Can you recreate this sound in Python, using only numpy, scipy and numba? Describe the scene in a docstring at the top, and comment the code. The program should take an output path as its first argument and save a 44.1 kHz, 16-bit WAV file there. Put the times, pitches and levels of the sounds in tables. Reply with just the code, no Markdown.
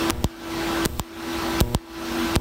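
"""At a welding bench, a pulsed TIG arc burns on thin steel tubing.
Shielding gas hisses, the welder's fan whines and the arc sizzles. Each pulse of current starts with
a spit of sparks and a crack, buzzes at twice the mains rate and ends with a second crack.
Every crack makes an automatic gain control turn the sound down, so hiss and whine swell back
between the pulses."""
import sys
import numpy as np
from scipy import signal
from scipy.fft import rfft, irfft, next_fast_len
from scipy.io import wavfile
from scipy.ndimage import uniform_filter1d, map_coordinates
from numba import njit

SR = 44100
rng = np.random.default_rng(int(sys.argv[2]) if len(sys.argv) > 2 else 0)


def inscribe(sig):
    """Save sig as 16-bit PCM at rate SR to the path in sys.argv[1].

    A 1-D sig is mono; a 2-D sig holds one channel per row.
    Samples are clipped to [-1, 1] before scaling.
    """
    pcm = np.round(np.clip(np.atleast_2d(sig).T, -1, 1) * 32767)
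    wavfile.write(sys.argv[1], SR, pcm.astype(np.int16))


N = 105972
PULSE_S, BUZZ_HZ = 0.138, 120  # length of a pulse; twice the mains rate


def amp(db):
    """Turn decibels into a gain."""
    return 10 ** (np.asarray(db) / 20)


def unit(x):
    """Scale to an average (rms) level of 1."""
    return x / np.sqrt(np.mean(x ** 2) + 1e-20)


def colour(points):
    """Join (Hz, dB) points into a curve of gain against frequency."""
    f, db = np.transpose(points)
    return lambda hz: amp(np.interp(np.log(hz + 1), np.log(f + 1), db))


def band_limit(hz):
    """A gain curve that falls steeply above 16400 Hz."""
    return 1 / (1 + (hz / 16400) ** 100)


def filtered(x, response):
    """Shape a sound with a gain curve."""
    m = next_fast_len(len(x) + 8192)
    return irfft(rfft(x, m) * response(np.fft.rfftfreq(m, 1 / SR)), m)[:len(x)]


def noise(response, size=N):
    """Noise shaped by a gain curve, at level 1."""
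    return unit(filtered(rng.standard_normal(size), response))


def wobble(rate):
    """A smooth curve through `rate` random points a second."""
    return map_coordinates(rng.standard_normal(256), [np.arange(N) * rate / SR], mode="wrap")


def add(track, s, sound):
    """Mix a sound into the track, starting at s seconds."""
    part = track[round(s * SR):][:len(sound)]
    part += sound[:len(part)]


def pulse_gate():
    """The times within a pulse, and a gain that fades it in and out over 1 ms."""
    t = np.arange(int(PULSE_S * SR)) / SR
    return t, np.clip(np.minimum(t, PULSE_S - t) / 0.001, 0, 1)


# The tone of the rushing gas. Each row: frequency in Hz, level in dB.
GAS_COLOUR = [(15, -38), (30, -11), (58, 1), (85, -1), (120, -7), (190, -3.5), (250, -5.5), (300, -3.5),
              (450, -7), (700, -5.5), (1000, -7), (1400, -8), (2000, -12), (3200, -13.5), (4300, -14.5),
              (4850, -18.5), (5300, -17), (7400, -25.5), (9500, -25.5), (10400, -31), (11500, -27.5),
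              (15700, -30), (16200, -55)]


def gas(level_db=-27.5, patchy_db=1.34):
    """Shielding gas and cooling air make a steady, slightly patchy rush."""
    spectrum = signal.stft(rng.standard_normal(N), nperseg=512)[2]
    patches = uniform_filter1d(rng.standard_normal(spectrum.shape), size=6, axis=0)  # blur in pitch
    patches = uniform_filter1d(patches, size=10, axis=1)  # and in time
    rush = signal.istft(spectrum * amp(patchy_db * unit(patches)), nperseg=512)[1][:N]
    return amp(level_db) * unit(filtered(rush, colour(GAS_COLOUR)))


# The fan's whine. Each row: multiple of the blade pitch, level in dB.
BLADE_TONES = [(1, -27), (3, -41.5), (5, -54), (7, -55.5), (8, -49)]
# Resonances of the fan's housing. Each row: frequency in Hz, width in Hz, level in dB.
HOUSING_RESONANCES = [(241.5, 12.7, -35), (384, 15, -42.5), (633, 11, -47.5), (830, 4.5, -44.5),
                      (1153, 8.7, -44.5), (1323, 13, -43), (1547, 6.1, -44.5), (1960, 16, -54)]


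def fan(blade_hz=332.5, wander=0.001865, flicker_db=1.2):
    """The spinning blades whine, and their air stream makes the housing resonate."""
    turns = np.cumsum(blade_hz * (1 + wander * wobble(12))) / SR
    whine = 0
    for multiple, db in BLADE_TONES:
        level = amp(db - flicker_db * wobble(15)) * np.sqrt(2)
        whine += level * np.sin(2 * np.pi * (multiple * turns + rng.random()))
    air = sum(amp(db) * noise(lambda f: 1 / (1 + ((f - hz) / width) ** 2))
              for hz, width, db in HOUSING_RESONANCES)
    return whine + air


# The tone of the sizzle. Each row: frequency in Hz, level in dB.
SIZZLE_COLOUR = [(1500, -34), (3500, 1.5), (4800, -6.5), (5300, -1.5), (6400, -7), (8200, 0.5), (8900, -8),
                 (9600, -2), (10400, -8.5), (11500, -6.5), (12400, -10), (14000, 6), (15000, -3),
                 (15700, -3), (16200, -30)]


def sizzle(low_current_db=-49.5):
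    """The arc sizzles in time with the mains ripple, louder and more evenly during a pulse."""
    _, gate = pulse_gate()
    rise_db = np.zeros(N)
    for start, _, delay, *_, sizzle_db, _ in PULSE_STARTS:
        add(rise_db, start + delay, sizzle_db * gate)
    ripple = 1 + 0.8 * amp(-rise_db / 2) * np.sin(2 * np.pi * BUZZ_HZ * np.arange(N) / SR)
    return amp(low_current_db + rise_db) * ripple * noise(colour(SIZZLE_COLOUR))


# The tone of sparks and cracks. Each row: frequency in Hz, level in dB.
DISCHARGE_COLOUR = [(200, -4), (1000, 14), (2000, 0), (3300, 9), (6000, 2.5), (8000, 6.5), (11500, -9.5),
                    (14500, 4.5), (17000, -1)]
CRACK_FADE_S = 0.00051


def sparks(envelope, drive=1.4):
    """An electric discharge spits a dense burst of noise, with a peak of 1."""
    burst = np.tanh(drive * envelope * noise(colour(DISCHARGE_COLOUR), size=len(envelope)))
    burst = filtered(burst, band_limit)
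    return burst / np.abs(burst).max()


def crack(t, bass_lag_s=0.000402):
    """A sharp pressure wave arrives treble first and trails spark noise, with a peak of 1."""
    size = len(t)
    hz = np.fft.rfftfreq(size, 1 / SR)
    lag = bass_lag_s * (1 - hz / (SR / 2)) ** 2
    phase = 2 * np.pi * np.cumsum(lag) * SR / size
    spectrum = colour(DISCHARGE_COLOUR)(hz) * band_limit(hz) * np.exp(-1j * phase)
    front = irfft(spectrum, size) * (t < t[-1] / 2)
    both = front / np.abs(front).max() + 0.56 * sparks(np.exp(-t / CRACK_FADE_S))
    return both / np.abs(both).max()


# The tube's ring. Each row: pitch in Hz, level in dB relative to the crack, seconds to fade by 60 dB.
TUBE_RING = [(5850, -28, 0.032), (14300, -33, 0.047)]


def current_step(crack_db, thump_db, knock_db, knock_hz=984, knock_s=0.009):
    """The arc jumps in size: a crack, a short knock, a diving thump and a faint ring of the tube."""
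    t = np.arange(SR // 10) / SR
    turns = 0.4744 * np.log1p(t / 0.000083) + 26 * t  # the pitch dives towards 26 Hz
    thump = np.sin(2 * np.pi * turns) * np.exp(-t / 0.013 - (t / 0.049) ** 4)  # gone in about 50 ms
    knock = np.sin(2 * np.pi * knock_hz * t) * amp(-60 * t / knock_s)
    ring = sum(amp(db - 60 * t / fade_s) * np.sin(2 * np.pi * hz * t) for hz, db, fade_s in TUBE_RING)
    fade_in = 1 - np.exp(-(t / CRACK_FADE_S) ** 2)
    return amp(crack_db) * (crack(t) + ring) + fade_in * (amp(thump_db) * thump + amp(knock_db) * knock)


# The current jumps up. Each row: start in seconds, spark level in dB, delay of the crack in seconds,
# crack, thump and knock levels in dB, treble limit in Hz, sizzle boost in dB, buzz boost in dB.
PULSE_STARTS = [(0.099, -9, 0.0066, 11, -27, -9, 15200, 13.5, 16.5),
                (.8520, -7.5, .0061, 11.5, 9, 3, 19000, 21.5, 12.5),
                (1.6044, -3.5, .0056, 5.5, 13, -12, 19000, 19, 22),
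                (2.3558, -1.5, .0058, 6.5, 14.5, 6, 10700, 18, 22)]


def opening_cracks(spark_s=0.00075, spark_fade_s=0.00045):
    """Each pulse opens with a spit of sparks, then a crack as the current rises."""
    out, t = np.zeros(N), np.arange(SR // 5) / SR
    for start, spark_db, delay, crack_db, thump_db, knock_db, top_hz, *_ in PULSE_STARTS:
        strike = amp(spark_db) * sparks(np.exp(-np.maximum(t - spark_s, 0) / spark_fade_s))
        add(strike, delay, -current_step(crack_db, thump_db, knock_db))
        add(out, start, filtered(strike, lambda hz: 1 / np.sqrt(1 + (hz / top_hz) ** 10)))
    return out


# The arc's buzz. Each row: multiple of BUZZ_HZ, level in dB before the pulse's boost.
BUZZ_TONES = [(1, -41.5), (2, -41.5), (3, -43.5), (4, -46.5), (5, -49.5), (6, -58), (7, -54), (8, -53)]
# The tone of the stirred gas. Each row: frequency in Hz, level in dB.
FLUTTER_COLOUR = [(15, -1), (38, -4), (75, 6), (150, -11.5), (400, -18.5), (1000, -26), (3000, -36),
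                  (16000, -85)]


def buzz_and_flutter(flutter_db=-15.5, surge_db=14, settle_s=0.018):
    """At high current the hot arc buzzes and stirs the gas, hardest as the pulse begins."""
    out = np.zeros(N)
    t, gate = pulse_gate()
    stirring = amp(flutter_db + surge_db * np.exp(-t / settle_s))
    for start, _, delay, *_, buzz_db in PULSE_STARTS:
        buzz = sum(amp(db) * np.sqrt(2) * np.sin(2 * np.pi * (k * BUZZ_HZ * t + 0.5 * rng.random()))
                   for k, db in BUZZ_TONES)
        flutter = stirring * noise(colour(FLUTTER_COLOUR), size=SR)[:len(t)]
        add(out, start + delay, gate * (amp(buzz_db) * buzz + flutter))
    return out


# The current drops back. Each row: start in seconds, then crack, thump and knock levels in dB.
PULSE_ENDS = [(0.2431, 9.5, 8.5, 8), (.9960, 10, 1.5, 8), (1.7475, 9.5, 11, 11.5)]


def closing_cracks():
    """The falling current ends a pulse with a crack that pushes the air the opposite way."""
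    out = np.zeros(N)
    for start, crack_db, thump_db, knock_db in PULSE_ENDS:
        add(out, start, current_step(crack_db, thump_db, knock_db))
    return out


def scene():
    """All the sounds together, in one channel."""
    return (opening_cracks() + closing_cracks() + buzz_and_flutter() + sizzle() + gas() + fan())[None]


@njit
def ducking(over_db, hold, recover, soften):
    """How many dB to turn down: jump at once, hold, then ease back (times in samples)."""
    cut = np.zeros(len(over_db))
    held, smooth, wait = 0., 0., 0.
    for i in range(len(over_db)):
        wait -= 1
        if wait < 0:
            held -= held / recover
        smooth += (held - smooth) / soften
        if over_db[i] > held:
            held, wait = over_db[i], hold
        smooth = max(smooth, held)
        cut[i] = smooth
    return cut


CEILING_DB, CLIP_DB = -7, -8  # where turning down begins; where peaks are flattened
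ATTACK_S, HOLD_S, RECOVER_S, SOFTEN_S = 0.00013, 0.085, 0.11, 0.065


def record(dry):
    """Gain control turns loud peaks down; what slips past is clipped, and the top treble is cut."""
    over_db = np.maximum(20 * np.log10(np.abs(dry[0]) + 1e-9) - CEILING_DB, 0)
    cut_db = ducking(over_db, HOLD_S * SR, RECOVER_S * SR, SOFTEN_S * SR)
    lag = np.exp(-1 / (ATTACK_S * SR))
    cut_db = signal.lfilter([1 - lag], [1, -lag], cut_db)  # it reacts a little late
    ducked = dry[0] * amp(-cut_db)
    clipped = ducked / (1 + (ducked / amp(CLIP_DB)) ** 10) ** (1 / 10)
    return filtered(clipped, band_limit)[None]


dry = scene()
out = record(dry)
inscribe(out)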